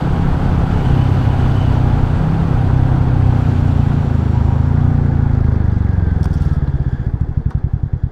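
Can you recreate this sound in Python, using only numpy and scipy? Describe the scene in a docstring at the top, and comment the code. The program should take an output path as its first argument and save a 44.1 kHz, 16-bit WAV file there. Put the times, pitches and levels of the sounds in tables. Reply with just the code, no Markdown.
"""A single-cylinder motorcycle, heard from the rider's helmet, rolls off towards a stop sign.
At first turbulent wind buffets, rushes and whistles over the coasting engine, whose gas pulses ring
the silencer. A touch of throttle marks each downshift and meshing gears whine. The rider looks aside,
the brake rubs and the wind dies away with road speed. Then the clutch linkage scrapes, levers clack,
unburnt mixture pops in the silencer, and the engine catches into a slow thumping idle."""
import sys
import numpy as np
from scipy import signal
from scipy.io import wavfile

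SR = 44100
rng = np.random.default_rng(int(sys.argv[2]) if len(sys.argv) > 2 else 0)


def unload_wav(signal):
    """Save mono or channel-first audio to the path in sys.argv[1] as 16-bit WAV at rate SR, clipped to [-1, 1]."""
    wavfile.write(
        sys.argv[1],
        SR,
        np.round(np.clip(np.atleast_2d(signal).T, -1, 1) * 32767).astype(np.int16),
    )


N = 357651
TIME = np.arange(N) / SR

# Spectra give relative level per unit bandwidth; sigma is the width of a Gaussian swell in time.
# road speed, coasting and then braking: t/s, speed/(m/s)
ROAD_SPEED = [(0, 20), (2.6, 19), (4.6, 15.5), (5.6, 12.9), (8.11, 6.6)]
# spectra of the wind's low buffeting, mid rush and high hiss: f/Hz, level/dB
BUFFET_SPECTRUM = [(15, -1), (28, -3), (50, -0.5), (90, 7.5), (150, -2.5), (250, -9), (400, -16)]
RUSH_SPECTRUM = [(120, 8.5), (220, 4), (330, 2.5), (450, -1), (580, -3.5), (720, 1), (1050, -6.5),
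                 (1450, -5.5), (1900, -23), (2600, -37.5)]
HISS_SPECTRUM = [(1500, -9), (1900, 0.5), (2500, -0.5), (3200, -2.5), (4300, -8), (5200, -14),
                 (7400, -17.5), (10000, -26), (15500, -29)]
# helmet edges singing in the wind: f/Hz, bandwidth/Hz, level/dB relative to the rush
HELMET_MODES = [(780, 170, -9.5), (962.4, 31, -19.5)]
# visor whistles: f/Hz, bandwidth/Hz, relative level/dB
VISOR_MODES = [(5530, 580, -1.5), (7130, 720, -3)]
# gusts: t/s, sigma/s, rumble gain/dB, hiss gain/dB, whistle level/dB
GUSTS = [(.12, 0.14, 3, -0.5, -54), (.86, 0.08, 3.5, 2, -44), (1.12, 0.13, -6, 2.5, -47),
         (1.45, 0.079, 3, 2, -45), (1.67, 0.074, -3, 2, -43.5), (2.0, .1, 4.5, 1, -58)]
# brake disc resonances: f/Hz, bandwidth/Hz, relative level/dB
DISC_MODES = [(1648, 200, 6), (3375, 430, -7), (4750, 800, -15.5), (7000, 770, -23.5)]
# swells of a drive-train whine whose pitch falls with road speed: t/s, sigma/s, level/dB
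DRIVE_WHINE_SWELLS = [(4.5, 0.16, -38), (5.25, 0.25, -49)]
# gear pairs under load: meshings per engine cycle, t/s, sigma/s, level/dB
GEAR_MESHES = [(30, 1.2, .25, -41), (30, 2.8, .12, -45), (41, 4.78, .12, -44), (48.5, 4.78, .1, -45),
               (52, 5.28, .15, -48), (80, 5.2, .15, -60), (71.5, 6.05, .13, -47), (70.5, 6.48, .08, -42)]
# lever and linkage impacts: t/s, knock level/dB, rattle level/dB, T60/s
CLACKS = [(6.2304, -42, -30.5, 0.027), (6.242, -35, -30, 0.049), (6.256, -18, -28, 0.015),
          (6.331, -44, -37, .04), (6.338, -55, -37, 0.11), (6.42, -45, -35, .035), (6.449, -41, -44, 0.11),
          (6.529, -45, -43, 0.17), (6.675, -30, -54, .05), (6.842, -39, -58, .025), (7.198, -53, -54, .03),
          (7.209, -55, -43, 0.015), (7.504, -44, -38.5, 0.03), (7.507, -31.5, -62, 0.097),
          (7.574, -41, -60, .08), (7.709, -44, -72, 0.06)]
# spectra of a lever's knock and of the linkage's scrape: f/Hz, level/dB
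KNOCK_SPECTRUM = [(500, -20.5), (900, 15), (1400, 7.5), (2300, -25), (3600, -4.5), (6000, -28),
                  (12000, -40)]
SCRAPE_SPECTRUM = [(1500, 1.5), (2800, 4), (3800, -2.5), (4900, 4.5), (7000, -12), (8800, -6.5),
                   (12000, -18), (15500, -19)]
# steel linkage resonances: f/Hz, bandwidth/Hz, relative level/dB
LINKAGE_MODES = [(3400, 340, -16.5), (4700, 370, -13), (5500, 650, -12), (7230, 700, -20.5),
                 (8640, 730, -17.5), (11300, 2000, -26), (14000, 2500, -25.5)]
# clutch linkage scraping, hardest in mid-travel: t/s, sigma/s, level/dB
SCRAPES = [(6.22, 0.072, -58.5), (6.43, 0.062, -49), (6.85, 0.24, -66.5)]
# unburnt mixture popping around the time the engine catches: t/s, level/dB
POPS = [(6.787, -32), (7.049, -30), (7.281, -30)]
# ring of the pops in the silencer: f/Hz, bandwidth/Hz, relative level/dB
POP_MODES = [(367, 120, -3), (507, 160, -14)]
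# spectrum of the valve gear and crankcase: f/Hz, level/dB
CLATTER_SPECTRUM = [(150, 6), (240, 9), (300, 1), (370, 12), (470, 0), (580, -8.5), (900, -9.5),
                    (1050, -18.5), (1700, -10), (2100, -28.5), (2900, -36), (3400, -26), (5500, -33.5),
                    (9000, -48), (15000, -52)]
# course of their clatter: t/s, level/dB
CLATTER_LEVEL = [(0, -42), (4, -37.5), (5.5, -31), (6.5, -34), (7.2, -38.5), (8.11, -41.5)]
# engine speed, rising at each downshift and sinking to idle: t/s, four-stroke cycle rate/Hz
CYCLE_RATE = [(0.0, 35.79), (0.24, 34.02), (1.24, 32.58), (2.15, 30.08), (2.36, 32.81), (2.61, 31.1),
              (2.81, 33.1), (3.86, 28.43), (3.97, 29.1), (4.25, 26.25), (4.52, 26.15), (4.84, 29.99),
              (5.3, 27.38), (6.52, 18.66), (6.89, 15.26), (7.22, 13.22), (7.37, 11.61), (8.11, 9.27)]
# weak cycles around the catch: t/s, fraction of the charge lost
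STUMBLES = [(7.0, 0.3), (7.29, 0.5)]
# touches of throttle: opening t/s, closing t/s, fraction open, exhaust gain/dB
THROTTLE_TOUCHES = [(-.2, 0.846, 0.57, 1.5), (2.17, 2.483, 0.93, -2), (3.87, 4.044, 0.52, 2),
                    (4.194, 4.247, 0.5, 2.5), (4.66, 5.15, 0.21, 1.5)]
# course of the exhaust's loudness: t/s, gain/dB
EXHAUST_GAIN = [(0, -5), (1.5, -5), (2.7, -3.5), (4.4, -2.5), (5.8, -2.2), (6.8, -3.5), (7.4, -3.5),
                (8.11, -5.5)]
# resonances of the silencer and of the air box: f/Hz, bandwidth/Hz, gain/dB
SILENCER_MODES = [(85.6, 49.2, 2.5), (133.4, 32.4, 2), (237.3, 32, -2.5), (414, 91, -6)]
AIR_BOX_MODES = [(153.2, 15.4, 8.5), (262, 29, -12)]

CATCH_S, FIRED_CHARGE = 7.18, 1.39   # firing begins; a fired cycle's blow against an unfired suck of 1
# wind layers: base level at the starting speed, and the power of speed that the amplitude follows
BUFFET_DB, BUFFET_POWER = -17.5, 2.33
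RUMBLE_DB, RUMBLE_POWER = -23, .9
RUSH_DB, RUSH_POWER = -24.5, 2.25
HISS_DB, HISS_POWER = -42, 4.7


def from_db(db):
    """Amplitude ratio of a level in decibels."""
    return 10 ** (np.asarray(db) / 20)


def unit_rms(x):
    """Normalisation to unit mean power."""
    return x / np.sqrt(np.mean(x ** 2) + 1e-20)


def in_time(rows):
    """Linear interpolation of (t/s, value) rows at every sample."""
    return np.interp(TIME, *np.transpose(rows))


def bell(x, sigma):
    """Gaussian pulse of height 1 centred on zero."""
    return np.exp(-.5 * (x / sigma) ** 2)


def swells(rows):
    """Superposition of Gaussian envelopes given as (t/s, sigma/s, level/dB)."""
    return sum(from_db(db) * bell(TIME - at, sigma) for at, sigma, db in rows)


def held(start_s, end_s, attack_s, release_s):
    """Trapezoidal envelope with ramps centred on its start and end."""
    return np.clip(np.minimum((TIME - start_s) / attack_s, (end_s - TIME) / release_s) + .5, 0, 1)


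def drift(corner_hz):
    """Random fluctuation: low-passed Gaussian noise of unit rms."""
    step, settle = 40, 2000
    pole = np.exp(-2 * np.pi * corner_hz * step / SR)
    white = rng.standard_normal(N // step + settle + 2)
    slow = signal.lfilter([1], [1, -2 * pole, pole * pole], white)[settle:]
    return np.interp(np.arange(N) / step, np.arange(len(slow)), unit_rms(slow))


def resonate(x, hz, width):
    """Second-order resonator with unit gain at its peak."""
    return signal.lfilter(*signal.iirpeak(hz, hz / width, fs=SR), x + 1e-18)


def modal_noise(modes):
    """Random excitation of modes: each filters its own noise twice, for steep skirts."""
    return sum(from_db(db) * unit_rms(resonate(resonate(rng.standard_normal(N), hz, width), hz, width))
               for hz, width, db in modes)


def banded_noise(spectrum, flicker_db):
    """Independent amplitude modulation of 0.4-octave noise bands; unit rms in sum."""
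    hz, level = np.transpose(spectrum)
    edges = 14 * 2 ** np.arange(0, 10.5, .4)
    white, out = rng.standard_normal((2, N)), 0
    for k, (low, high) in enumerate(zip(edges, edges[1:])):
        if high > hz[0] and low < hz[-1]:
            band = signal.sosfilt(signal.butter(2, [low, high], "band", fs=SR, output="sos"), white[k % 2])
            centre_db = np.interp(np.log(low * high) / 2, np.log(hz), level)
            out = out + band * from_db(centre_db + flicker_db * drift(36))
    return unit_rms(out)


def edge_tone(hz=2940, width_hz=90, waver_hz=64.8):
    """Edge tone at the helmet: narrow-band noise whose pitch wavers with the eddies; unit rms."""
    phase = 2 * np.pi * np.cumsum(hz + waver_hz * drift(9)) / SR
    return unit_rms(drift(width_hz) * np.sin(phase) + drift(width_hz) * np.cos(phase))


def wind(speed, visor_db=-63):
    """Flow noise: turbulent pressure at the helmet follows power laws of speed, modulated by eddies."""
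    speed_db = 20 * np.log10(speed / speed[0])
    eddies = drift(25)
    # looking aside trades rumble for hiss and sets the visor whistling
    aside = held(3.28, 4.95, attack_s=.25, release_s=1.0)
    rumble_db = RUMBLE_DB + RUMBLE_POWER * speed_db - 7.5 * aside
    hiss_db = HISS_DB + HISS_POWER * speed_db + 4 * aside
    whistle_gain = 0
    for at, sigma, more_rumble_db, more_hiss_db, whistle_db in GUSTS:
        gust = bell(TIME - at, sigma)
        rumble_db += more_rumble_db * gust
        hiss_db += more_hiss_db * gust
        whistle_gain += from_db(whistle_db) * gust
    buffet_db = BUFFET_DB + BUFFET_POWER * speed_db + 1.2 * eddies
    rush_db = RUSH_DB + RUSH_POWER * speed_db + .58 * eddies
    buffet = from_db(buffet_db) * banded_noise(BUFFET_SPECTRUM, flicker_db=1)
    rumble = from_db(rumble_db) * banded_noise([(18, -3), (30, -1), (50, -2)], flicker_db=2)
    rush = from_db(rush_db) * (banded_noise(RUSH_SPECTRUM, flicker_db=1) + modal_noise(HELMET_MODES))
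    hiss = from_db(hiss_db + .29 * eddies) * banded_noise(HISS_SPECTRUM, flicker_db=1)
    whistle = whistle_gain * from_db(2.8 * drift(15)) * edge_tone()
    visor = from_db(visor_db) * aside * modal_noise(VISOR_MODES)
    return buffet + rumble + rush + hiss + whistle + visor


def brake(on_s=4.4, off_s=7.08, bite_db=-58, squeeze_db_per_s=2, drag_db=-63.5):
    """Friction excites the disc's modes, louder as the squeeze grows; the pad then drags on lightly."""
    squeeze_db = bite_db + squeeze_db_per_s * (TIME - on_s)
    squeeze = held(on_s, off_s, attack_s=.5, release_s=.047) * from_db(squeeze_db)
    drag = from_db(drag_db) * (TIME > on_s)
    return np.maximum(squeeze, drag) * from_db(drift(15)) * modal_noise(DISC_MODES)


def drive_whine(speed, cycles_per_m=60.5):
    """Rotational tone of the drive train: a wavering whine, its pitch proportional to road speed."""
    phase = 2 * np.pi * np.cumsum(cycles_per_m * speed) / SR
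    envelope = swells(DRIVE_WHINE_SWELLS) * from_db(3 * drift(12))
    return np.sqrt(2) * envelope * np.sin(phase + .7 * drift(18))


def gear_whine(turned, wobble_rad=.7, flutter_db=2.5):
    """Tooth-meshing tones at multiples of the cycle rate swell as the load passes over each gear pair."""
    out = 0
    for meshings, at, sigma, db in GEAR_MESHES:
        tone = np.sqrt(2) * np.sin(2 * np.pi * meshings * turned + wobble_rad * drift(22))
        out = out + tone * bell(TIME - at, sigma) * from_db(db + flutter_db * drift(6.3))
    return out


def levers(rise_s=.00036):
    """Impacts leave a dull knock and a steely rattle that decay exponentially; sliding friction scrapes."""
    knock, rattle = np.zeros((2, N))
    for at, knock_db, rattle_db, t60 in CLACKS:
        start = int(at * SR)
        age = TIME[:N - start]
        envelope = np.minimum(age / rise_s, 1) * np.exp(-np.log(1000) * np.minimum(age / t60, 10))
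        knock[start:] += from_db(knock_db) * envelope
        rattle[start:] += from_db(rattle_db) * envelope
    knock *= banded_noise(KNOCK_SPECTRUM, flicker_db=2)
    rattle *= modal_noise(LINKAGE_MODES)
    scrape = swells(SCRAPES) * banded_noise(SCRAPE_SPECTRUM, flicker_db=4.5)
    return knock + rattle + scrape


def pops(sigma_s=.01):
    """Afterfire: unburnt mixture makes short, dull bursts of noise in the silencer's resonances."""
    return swells([(at, sigma_s, db) for at, db in POPS]) * modal_noise(POP_MODES)


def valve_gear(since, period):
    """Impact noise: a steady mechanical clatter peaks as the valves open and as they seat."""
    opening = 1.4 * bell(since + .003, .0012)
    seating = bell(since - .44 * period, .0012)
    clatter = (1 + opening + seating) * banded_noise(CLATTER_SPECTRUM, flicker_db=2.5)
    return from_db(in_time(CLATTER_LEVEL)) * unit_rms(clatter)


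def crank(start_cycles=.359, lead_s=.011):
    """Phase as the integral of cycle rate; each whole turn of it opens the exhaust valve."""
    turned = start_cycles + np.cumsum(in_time(CYCLE_RATE)) / SR
    opens = np.r_[-start_cycles / CYCLE_RATE[0][1], np.interp(np.arange(1, turned[-1]), turned, TIME)]
    period = np.r_[np.diff(opens), opens[-1] - opens[-2]]
    # a cycle is counted from just before its valve opens, so its first pulse rises smoothly
    cycle = np.clip(np.searchsorted(opens - lead_s, TIME) - 1, 0, len(opens) - 1)
    since = TIME - opens[cycle]
    charge = np.where(opens < CATCH_S, -1., FIRED_CHARGE)   # unfired sucks, fired blows
    for at, lost in STUMBLES:
        charge[np.argmin(np.abs(opens - at))] *= 1 - lost
    return turned, cycle, since, period[cycle], charge[cycle]


def twist_grip(wrist_s=.1):
    """Load control: each roll of the wrist ramps the throttle opening and the exhaust gain."""
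    throttle, exhaust_db = 0, in_time(EXHAUST_GAIN)
    for start, end, opening, gain_db in THROTTLE_TOUCHES:
        touch = held(start, end, wrist_s, wrist_s)
        throttle += opening * touch
        exhaust_db += gain_db * touch
    return np.clip(throttle, 0, 1), exhaust_db


def engine(cycle, since, period, charge, uneven=.01, rasp=.027):
    """Source and filter: each cycle's gas pulses drive the resonances of the silencer and air box."""
    throttle, exhaust_db = twist_grip()
    fired = np.clip(charge, 0, 1)
    flow_strength, fill = 1 + uneven * rng.standard_normal((cycle[-1] + 1, 2))[cycle].T
    puff_s = .0008 + .006 * period   # a slow cam opens its valves slowly, so the puffs lengthen
    blowdown = 1.13 * (charge - .12 * fired + 1.23 * throttle * fill) * bell(since, puff_s)
    # the piston's sweep grows with its speed and fades once the engine fires
    sweep = .013 / period * bell(since / period - .169, .027) * (1 - .13 * throttle) * (1 - fired)
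    # both valves stand open together
    overlap = .55 * bell(since - .2422 * period - .0021 * fired, .82 * puff_s)
    overlap *= (1 - .3 * throttle) * (1 + .17 * fired)
    turbulence = unit_rms(signal.lfilter([1], [1, -.95], rng.standard_normal(N)))
    flow = (overlap - blowdown - sweep) * flow_strength * (1 + rasp * turbulence)
    exhaust = sum(from_db(db) * resonate(flow, hz, width) for hz, width, db in SILENCER_MODES)
    # a narrow dip at 29 Hz softens the engine's deepest throb; the packing absorbs the treble
    exhaust -= .5 * resonate(exhaust, hz=29, width=10)
    exhaust = signal.sosfilt(signal.butter(2, 1100, fs=SR, output="sos"), exhaust)
    gulp = throttle * fill * bell(since - .25 * period, .001)
    intake = sum(from_db(db) * resonate(gulp, hz, width) for hz, width, db in AIR_BOX_MODES)
    return from_db(exhaust_db) * exhaust + intake


def scene():
    """Superposition of machine and wind at the helmet, in one channel."""
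    turned, cycle, since, period, charge = crank()
    speed = in_time(ROAD_SPEED)
    motor = engine(cycle, since, period, charge) + valve_gear(since, period)
    bike = motor + gear_whine(turned) + drive_whine(speed) + brake() + levers() + pops()
    return (bike + wind(speed))[None]


def record(dry):
    """Soft saturation rounds the highest peaks; a steep low-pass cuts the top."""
    ceiling, cutoff_hz = .85, 15800
    rounded = dry / (1 + (np.abs(dry) / ceiling) ** 6) ** (1 / 6)
    return signal.sosfilt(signal.ellip(10, .1, 80, cutoff_hz, fs=SR, output="sos"), rounded)


dry = scene()
out = record(dry)
unload_wav(out)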